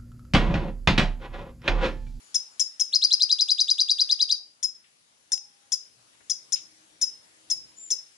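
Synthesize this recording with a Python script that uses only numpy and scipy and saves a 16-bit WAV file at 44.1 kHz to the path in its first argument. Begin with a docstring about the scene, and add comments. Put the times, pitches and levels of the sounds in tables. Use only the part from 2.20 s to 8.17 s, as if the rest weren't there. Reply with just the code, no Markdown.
"""A small caged bird sings near a two-port microphone in a hard room, over soft hiss, hums and low rumble.
Three two-voiced chirps come first, over thin far birds; from 0.75 s to 2.1 s a fast trill of whistles
follows, with louder hiss. Then single chirps return among short noise bursts, soft puffs and one very brief
tick, with farther calls from 4.6 s and the rumble highest near 5.4 s. Gliding phases and breath noise form
the bird, wavering sines the far birds and hums, shaped noise the bursts and hiss, echoes and a tail the room."""
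import sys
import numpy as np
from scipy import signal
from scipy.fft import rfft, irfft
from scipy.io import wavfile
from scipy.ndimage import uniform_filter1d

SR = 44100
rng = np.random.default_rng(int(sys.argv[2]) if len(sys.argv) > 2 else 0)


def wrap_up_sound(samples):
    """Save the sound to the file named by the first command line argument, as 16-bit audio."""
    columns = np.atleast_2d(samples).T
    # keep every value between -1 and 1, then stretch to whole-number steps
    tamed = np.clip(columns, -1, 1)
    steps = np.round(tamed * 32767).astype(np.int16)
    wavfile.write(sys.argv[1], SR, steps)


N = 263277

# Spectrum of the hiss. Each row: frequency in Hz, relative density in dB per Hz.
HISS_SPECTRUM = [(15, -91), (25, -43), (79, -15), (114, -12), (317, -8), (360, -9.5), (454, -7.5),
                 (1270, -7), (2880, -8), (5900, -7), (8670, -11.5), (10600, -9), (11500, -9),
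                 (15000, -65.5), (22000, -120)]
# Overall level of the hiss, louder during the trill. Each row: time in seconds, level in dB.
HISS_LEVEL = [(0, -56), (.65, -59.5), (0.898, -55), (2.02, -58), (2.252, -64), (3.5, -61.5), (4.25, -58.5),
              (5.97, -58.5)]
# Tilt of the hiss toward low frequencies, about 300 Hz down. Each row: time in seconds, relative gain in dB.
RUMBLE_GAIN = [(0, -2.5), (1.3, -3), (2.3, 3), (3.0, 4.5), (4.6, 4), (5.4, 11.5), (5.97, -1.5)]
# Likeness of the two hiss channels. Each row: frequency in Hz, left-right correlation from -1 to 1.
HISS_CORRELATION = [(60, 0.77), (170, 0.3), (490, -0.12), (1400, -0.46), (4000, 0.073), (11400, -0.24)]
# Balance of the hiss. Each row: frequency in Hz, left over right in dB.
HISS_BALANCE = [(60, 0.5), (220, 0.87), (830, 0.4), (3080, 2.8), (11400, 8.4)]
# Faint hums. Each row: start in seconds, length in seconds, first pitch in Hz, last pitch in Hz, level in dB.
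HUM_CALLS = [(0, 0.417, 840, 856, -78.5), (3.05, 0.54, 847, 786, -78), (3.76, 0.13, 124, 120, -77.5),
             (4.35, .52, 315, 311, -75), (5.02, 0.77, 316.4, 311.6, -75.5), (5.33, .15, 134, 130, -74)]
# Short noise bursts: soft puffs and one very brief broadband tick. Each row: start in seconds, level in dB,
# band centre in Hz, band width in Hz, t60 in seconds.
NOISE_BURSTS = [(2.639, -59, 2825, 2484, 0.22), (3.178, -35.5, 6950, 14000, 0.006),
                (3.93, -61.5, 2900, 3010, 0.17), (4.004, -58.5, 1440, 2000, .1),
                (4.356, -43, 3500, 2541, 0.19), (5.711, -48.5, 480, 303, 0.13)]
# Farther birds, before the room. Each row: start in seconds, length in seconds, first pitch in Hz,
# last pitch in Hz, level in dB, height of the arch in between in Hz.
FAR_CALLS = [(0, .14, 7030, 7040, -62, 0), (.29, .1, 6970, 7050, -66, 0), (4.58, .08, 6300, 6200, -74, 0),
             (4.68, .12, 5650, 5700, -73, 0), (5.552, .165, 6650, 6900, -46, 480)]
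# Reverberation time. Each row: frequency in Hz, t60 in seconds.
ROOM_DECAY = [(2000, 0.064), (5000, 0.37), (7000, 0.26), (11000, 0.24)]
# Colour of the tail. Each row: frequency in Hz, relative gain in dB.
TAIL_COLOUR = [(2500, 8.5), (4000, -4), (5000, -3.5), (6000, -2), (7500, -3.5), (11000, -1.5)]
# Near surfaces. Each row: delay in seconds, left gain in dB, right gain in dB.
NEAR_ECHOES = [(.0018, -19, -17), (.0047, -16, -14), (.0093, -18, -16), (.015, -17, -17)]
# Response of the right port against the left. Each row: frequency in Hz, gain in dB.
RIGHT_PORT = [(2500, 3.5), (4000, 1.5), (5000, -.5), (8000, -2), (11000, -1.5)]
# Two-voiced chirps, before the room. Each row: pitch peak in seconds, held pitch in Hz, start of the lower
# voice in Hz (scaled slightly later), its settling time in seconds, opening level in dB, held level in dB,
# left over right in dB, end of the hold in seconds after the peak (the release starts 6 ms before it).
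CHIRP_NOTES = [(0.1528, 5170, 3350, 0.0039, -20.5, -16.5, 6, 0.019),
               (0.4055, 5232, 3180, 0.0039, -18.5, -16, 8, 0.026),
               (0.606, 5177, 3123, 0.0055, -20.5, -14.5, 6.5, 0.022),
               (2.4378, 5175, 3380, 0.0023, -23, -18.5, 7, .025),
               (3.1288, 5142, 3587, 0.0032, -20.5, -17.5, 6.5, 0.02),
               (3.529, 5106, 3334, 0.0041, -20, -19, 7.5, 0.022),
               (4.1067, 5110, 3290, .0045, -20.5, -19.5, 7.5, 0.02),
               (4.331, 5152, 3436, 0.0034, -20.5, -16.5, 8.5, 0.021),
               (4.8225, 5210, 3586, 0.0038, -21.5, -16.5, 5.5, 0.028),
               (5.3092, 5260, 3383, 0.0036, -23.5, -16, 5.5, .025),
               (5.7125, 5280, 3388, 0.0092, -22, -18.5, 5.5, 0.032)]
# Trill whistles, before the room. Each row: pitch peak in seconds, held pitch in Hz,
# top of the opening climb in Hz, held level in dB.
TRILL_NOTES = [(0.7528, 5004, 4340, -12), (0.8436, 4840, 4264, -11.5), (0.9321, 4970, 4170, -12),
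               (1.0264, 4890, 4220, -12.5), (1.12, 4886, 4120, -12.5), (1.2134, 4935, 4175, -12.5),
               (1.3108, 4877, 4150, -13), (1.408, 4850, 4063, -12), (1.507, 4907, 4080, -12),
               (1.6086, 4810, 4090, -12.5), (1.7098, 4782, 4046, -12.5), (1.8104, 4860, 4110, -12.5),
               (1.9176, 4897, 4100, -12.5), (2.0199, 4840, 4060, -12.5), (2.1185, 4800, 4046, -13.5)]

EDGE_HZ = 11100
TRILL_OPENING_DB, TRILL_LEAN_DB, TRILL_END_S = 0.3, 5.5, 0.019  # the same for every whistle
# Note shapes: times in seconds from the pitch peak, pitches without a unit are shares of the held pitch.
# Chirp: both voices start together, then flick up, the lower one later;
# the upper returns to the held pitch while the lower fades out above it.
CHIRP_LEAD_S, CHIRP_ATTACK_S, OVERSHOOT = .0097, .0014, .07
UPPER_FLICK, UPPER_FLICK_S, UPPER_START_DB = .39, 0.0035, -2
LOWER_TOP, LOWER_AT_S, LOWER_FLICK_S, LOWER_START_DB = 1.14, .002, .0056, -18.5
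# Whistle: a slowing climb, a catch, a flick that thins the tone, then the held pitch.
CLIMB_LEAD_S, CLIMB_FROM_HZ, CLIMB_S, CLIMB_SWELL_S, CLIMB_DB = .029, 2450, .0062, .0053, -6.5
KNEE_HZ, CREST_AT_S, CREST_S, CREST_DB = 3853, -.011, 0.0025, 4.5
CATCH_AT_S, CATCH_S, CATCH_DROP, CATCH_DB = -.0073, .0012, .07, -14
FLICK, FLICK_S, FLICK_DB, THIN_S = 0.32, 0.0037, -11.5, 0.004
SAG_PER_S, SAG_DB_PER_S = 0.85, 248.5  # fall of the held part in pitch and level


def amp(db):
    """Logarithmic level: decibels become an amplitude ratio."""
    return 10 ** (np.asarray(db) / 20)


def evened(x):
    """Power normalisation: scales to rms 1."""
    return x / np.sqrt(np.mean(x ** 2) + 1e-20)


def read(points, hz):
    """Logarithmic frequency scale: interpolates a spectrum between its points."""
    f, value = np.transpose(points)
    return np.interp(np.log(hz + 1), np.log(f + 1), value)


def add(mix, s, sound):
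    """Superposition: adds a sound to the mix from time s."""
    part = mix[..., round(s * SR):][..., :sound.shape[-1]]
    part += sound[..., :part.shape[-1]]


def wander(size, smooth):
    """Low-passed random fluctuation: white noise averaged twice, at rms 1."""
    once = uniform_filter1d(rng.standard_normal(size), smooth)
    return evened(uniform_filter1d(once, smooth))


def bump(t, at, width, order=2):
    """Gaussian-like pulse of height 1; a higher order flattens its top."""
    return np.exp(-abs((t - at) / width) ** order)


def hiss():
    """Partly coherent random noise: soft background hiss from random short-time spectra with drifting patches."""
    frames, hz = N // 256 + 5, np.fft.rfftfreq(1024, 1 / SR)
    a, b, c, d, patches = rng.standard_normal((frames, 513, 5)).T
    patches = uniform_filter1d(patches, size=12, axis=0)  # over frequency
    patches_db = 1.6 * evened(uniform_filter1d(patches, size=16, axis=1))  # over time
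    # the right channel shares a set part of the left one
    same = np.clip(read(HISS_CORRELATION, hz), -1, 1)[:, None]
    left = a + 1j * b
    right = same * left + np.sqrt(1 - same ** 2) * (c + 1j * d)
    rumble_at_frame = np.interp(np.arange(frames) * 256 / SR, *np.transpose(RUMBLE_GAIN))
    rumble_db = np.outer(1 / (1 + (hz / 300) ** 2), rumble_at_frame)
    lean_db = np.multiply.outer([.5, -.5], read(HISS_BALANCE, hz))
    colour_db = (read(HISS_SPECTRUM, hz) + lean_db)[..., None]
    spectra = np.array([left, right]) * amp(colour_db + rumble_db + patches_db)
    noise = evened(signal.istft(spectra, nperseg=1024, noverlap=768)[1][:, :N])
    return amp(np.interp(np.arange(N) / SR, *np.transpose(HISS_LEVEL))) * noise


def tones(calls, wobble, flutter_db, smooth, fade):
    """Frequency modulation: soft sines glide from a first to a last pitch and waver."""
    out = np.zeros(N)
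    for s, length, first_hz, last_hz, db, *arch_hz in calls:
        u = np.linspace(0, 1, round(length * SR))
        glide = first_hz + (last_hz - first_hz) * u + sum(arch_hz) * np.sin(np.pi * u ** .7)
        pitch = glide * (1 + wobble * wander(len(u), smooth))
        edges = signal.windows.tukey(len(u), min(fade, 1))
        level = np.sqrt(2) * amp(db + flutter_db * wander(len(u), smooth)) * edges
        add(out, max(s, 0), level * np.sin(2 * np.pi * np.cumsum(pitch) / SR))
    return out


def hums():
    """Quasi-steady tones: faint hums with slow wavering, equal in both channels."""
    return tones(HUM_CALLS, wobble=.012, flutter_db=4, smooth=700, fade=.4)


def noise_bursts():
    """Exponential decay of band-limited noise: grainy soft puffs and one very brief broadband tick."""
    out, t = np.zeros((2, N)), np.arange(SR // 4) / SR
    hz = np.fft.rfftfreq(len(t), 1 / SR)
    for s, db, centre, width, t60 in NOISE_BURSTS:
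        grains = rng.standard_normal((2, len(t))) * amp(0.72 * wander(len(t), smooth=30))
        band = 1 / (1 + ((hz - centre) / width * 2) ** 4)
        burst = evened(irfft(rfft(grains) * band, len(t)))
        decay = amp(db - 60 * t / t60)
        onset = np.minimum(t / (0.023 * t60), 1)
        add(out, s, decay * onset * burst * amp([[2.5], [-2.5]]))
    return out


def far_birds():
    """Gliding pure tones: farther birds as wavering whistles, stronger at the left."""
    calls = tones(FAR_CALLS, wobble=0.0043, flutter_db=2.0, smooth=150, fade=0.53)
    return calls * amp([[1.5], [-1.5]])


def room(x, tail_db=-9.0):
    """Early reflection and reverberation: near echoes, then sparse taps that build up and die by band."""
    out, t, lean_db, build_s = x.copy(), np.arange(N) / SR, 4.0, .013
    for s, left_db, right_db in NEAR_ECHOES:
        add(out, s, x * amp([[left_db], [right_db]]))
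    # three random tails are blended in a steady 1.5 Hz rotation
    for k in range(3):
        taps = np.zeros((2, SR // 2))
        grid = np.arange(200, SR // 2 - 20, 20)
        at = grid + rng.integers(0, 20, (2, len(grid)))
        np.put_along_axis(taps, at, rng.choice([-1., 1.], at.shape), 1)
        hz, age, z = signal.stft(taps, SR, nperseg=128)
        decay_db = -60 * age / read(ROOM_DECAY, hz)[:, None]
        shape = amp(read(TAIL_COLOUR, hz)[:, None] + decay_db) * np.minimum(age / build_s, 1)
        tail = signal.istft(z * shape, SR, nperseg=128)[1]
        tail = tail / np.linalg.norm(tail[0])
        turn = np.sqrt(2 / 3) * np.cos(2 * np.pi * (1.5 * t + k / 3))
        wet = signal.fftconvolve((x.mean(0) * turn)[None], tail, axes=1)[:, :N]
        out += amp([[tail_db], [tail_db - lean_db]]) * wet
    return out


def ports(x, lag=1.0):
    """Interchannel delay and shading: the left port lags (in samples), the right one is weaker in the treble."""
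    hz = np.fft.rfftfreq(N, 1 / SR)
    delay = np.exp(-2j * np.pi * lag * hz / SR)
    return irfft(rfft(x) * np.array([delay, amp(read(RIGHT_PORT, hz))]), N)


def voice(pitch, db):
    """Self-sustained oscillation: one side of the syrinx as level and turning phase, never quite steady."""
    unsteady, flutter_db = .006, 1.5  # share of the pitch, dB
    pitch = uniform_filter1d(pitch, size=30) * (1 + unsteady * wander(len(pitch), smooth=40))
    level = amp(db + flutter_db * wander(len(pitch), smooth=60))
    return level, np.exp(2j * np.pi * (np.cumsum(pitch) / SR + rng.random()))


def swell(t, opening_db, held_db, end, turn, fade_db=2200):
    """Breath effort as amplitude envelope: from the opening level to the held one, then a fall in dB per s."""
    level_db = np.interp(t, [turn - .003, turn + .003], [opening_db, held_db])
    return np.sqrt(2) * amp(level_db - fade_db * np.maximum(t - end + .006, 0))


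def breath(level, db):
    """Turbulence noise: air noise rides on the note, thin in the bass and rising to the treble."""
    thin = signal.butter(2, 900, "high", fs=SR, output="sos")
    noise = signal.lfilter([1, -.6], 1, rng.standard_normal(len(level)))
    return amp(db) * signal.sosfilt(thin, level * noise)


def chirp(hz, lower_hz, settle, opening_db, held_db, end):
    """Nonlinear coupling: two voices share one airway and so yield sum and difference tones."""
    t = np.arange(-.012, .04, 1 / SR)
    age = t + CHIRP_LEAD_S * (1 + .03 * rng.standard_normal())
    attack_db = np.where(age > 0, -24 * np.maximum(1 - age / CHIRP_ATTACK_S, 0), -200)
    overshoot = OVERSHOOT * bump(age, .001, .0028)

    flick = UPPER_FLICK * bump(t, 0, UPPER_FLICK_S, order=3) + overshoot
    upper_pitch = hz * (1 + flick - SAG_PER_S * np.maximum(t - .008, 0))
    soft_db = UPPER_START_DB * np.interp(t, [-.006, -.003, .005], [1, .4, 0])
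    sag_db = SAG_DB_PER_S * np.maximum(t - .009, 0)
    upper, a = voice(upper_pitch, attack_db + soft_db - sag_db)

    # the lower voice rises from its start, then moves toward 1.2 times the held pitch as it fades
    rising = t < LOWER_AT_S
    width, order = np.where(rising, LOWER_FLICK_S, settle), np.where(rising, 3, 2)
    rise = bump(t, LOWER_AT_S, width, order)
    foot = np.where(rising, lower_hz * (.95 + overshoot), 1.2 * hz)
    lower_pitch = foot + (LOWER_TOP * hz - foot) * rise
    start_db = LOWER_START_DB * (1 - rise ** 2) * rising
    stop_db = -14 * (np.maximum(t - LOWER_AT_S, 0) / settle) ** 3
    lower, b = voice(lower_pitch, attack_db + start_db + stop_db)
    lower = lower * amp(rng.uniform(-1.4, 1.0))

    # the folds couple most before the glide
    buzz = np.interp(t, [-.0065, -.004], [1, .04])
    sum_tone = amp(10.5) * np.sqrt(buzz) * a * b
    lower_octave = buzz * amp(8) * buzz * b * b
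    difference_tone = buzz * amp(-9) * (buzz - .04) * a / b
    mixed = sum_tone + lower_octave + difference_tone
    tone = upper * (a + amp(-21.5) * a * a) + lower * b + upper * lower * mixed
    return (tone.real + breath(upper, db=-26.5)) * swell(t, opening_db, held_db, end, turn=0.0035)


def whistle(hz, climb_hz, db):
    """Harmonic series: one voice with weak overtones, stronger early, while the pitch is still low."""
    t = np.arange(-.034, .04, 1 / SR)
    age = np.maximum(t + CLIMB_LEAD_S * (1 + 0.014 * rng.standard_normal()), 0)
    slowing = KNEE_HZ - (KNEE_HZ - CLIMB_FROM_HZ) * np.exp(-age / CLIMB_S)
    climb = slowing + (climb_hz - KNEE_HZ) * np.minimum(age / 0.01767, 1)
    opened = np.clip((t - CATCH_AT_S - .0015) / .003, 0, 1)
    catch = bump(t, CATCH_AT_S, CATCH_S)
    sag_s = np.maximum(t - .008, 0)
    held = 1 - SAG_PER_S * sag_s
    flick = FLICK * bump(t, 0, FLICK_S)
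    pitch = (1 - opened) * climb + hz * (opened * held + flick - CATCH_DROP * catch)

    climb_db = CLIMB_DB * np.clip((CATCH_AT_S - t) / CATCH_S, 0, 1)
    climb_db = climb_db - 38 * np.exp(-age / CLIMB_SWELL_S) + CREST_DB * bump(t, CREST_AT_S, CREST_S)
    thin_db = FLICK_DB * bump(t, 0.00017, THIN_S, order=4)
    level, a = voice(pitch, climb_db + CATCH_DB * catch + thin_db - SAG_DB_PER_S * sag_s)
    level = level * (age > 0)

    flick_loss_db = 9 * bump(t, -.002, .0045)
    low_db = np.interp(t, [-.028, -.016], [25.0, 2.5]) - flick_loss_db
    second_db, third_db, fourth_db = np.array([-29, -35, -46]) + 2.5 * rng.standard_normal(3)
    overtones = amp(second_db) * a * a + amp(third_db) * a ** 3 + amp(fourth_db) * a ** 4
    tone = a + amp(low_db) * overtones
    effort = swell(t, db + TRILL_OPENING_DB, db, TRILL_END_S, turn=.002)
    return (level * tone.real + breath(level, db=-29.5)) * effort


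def bird():
    """Interchannel level difference: every note is placed in time and weakened at the right port."""
    out = np.zeros((2, N + SR))
    for s, *note, lean_db, end in CHIRP_NOTES:
        add(out, s - .012, chirp(*note, end) * amp([[0], [-lean_db]]))
    for s, *note in TRILL_NOTES:
        add(out, s - .034, whistle(*note) * amp([[0], [-TRILL_LEAN_DB]]))
    return out[:, :N]


def scene():
    """Superposition: bird and neighbours in the room, over noise bursts, hums and hiss."""
    return ports(room(bird() + far_birds())) + noise_bursts() + hums() + hiss()


def record(dry):
    """Band limitation: the recorder's low-pass edge."""
    edge = signal.firwin(281, EDGE_HZ, window=("kaiser", 7), fs=SR)
    return signal.oaconvolve(dry, edge[None], "same")


dry = scene()
out = record(dry)
wrap_up_sound(out)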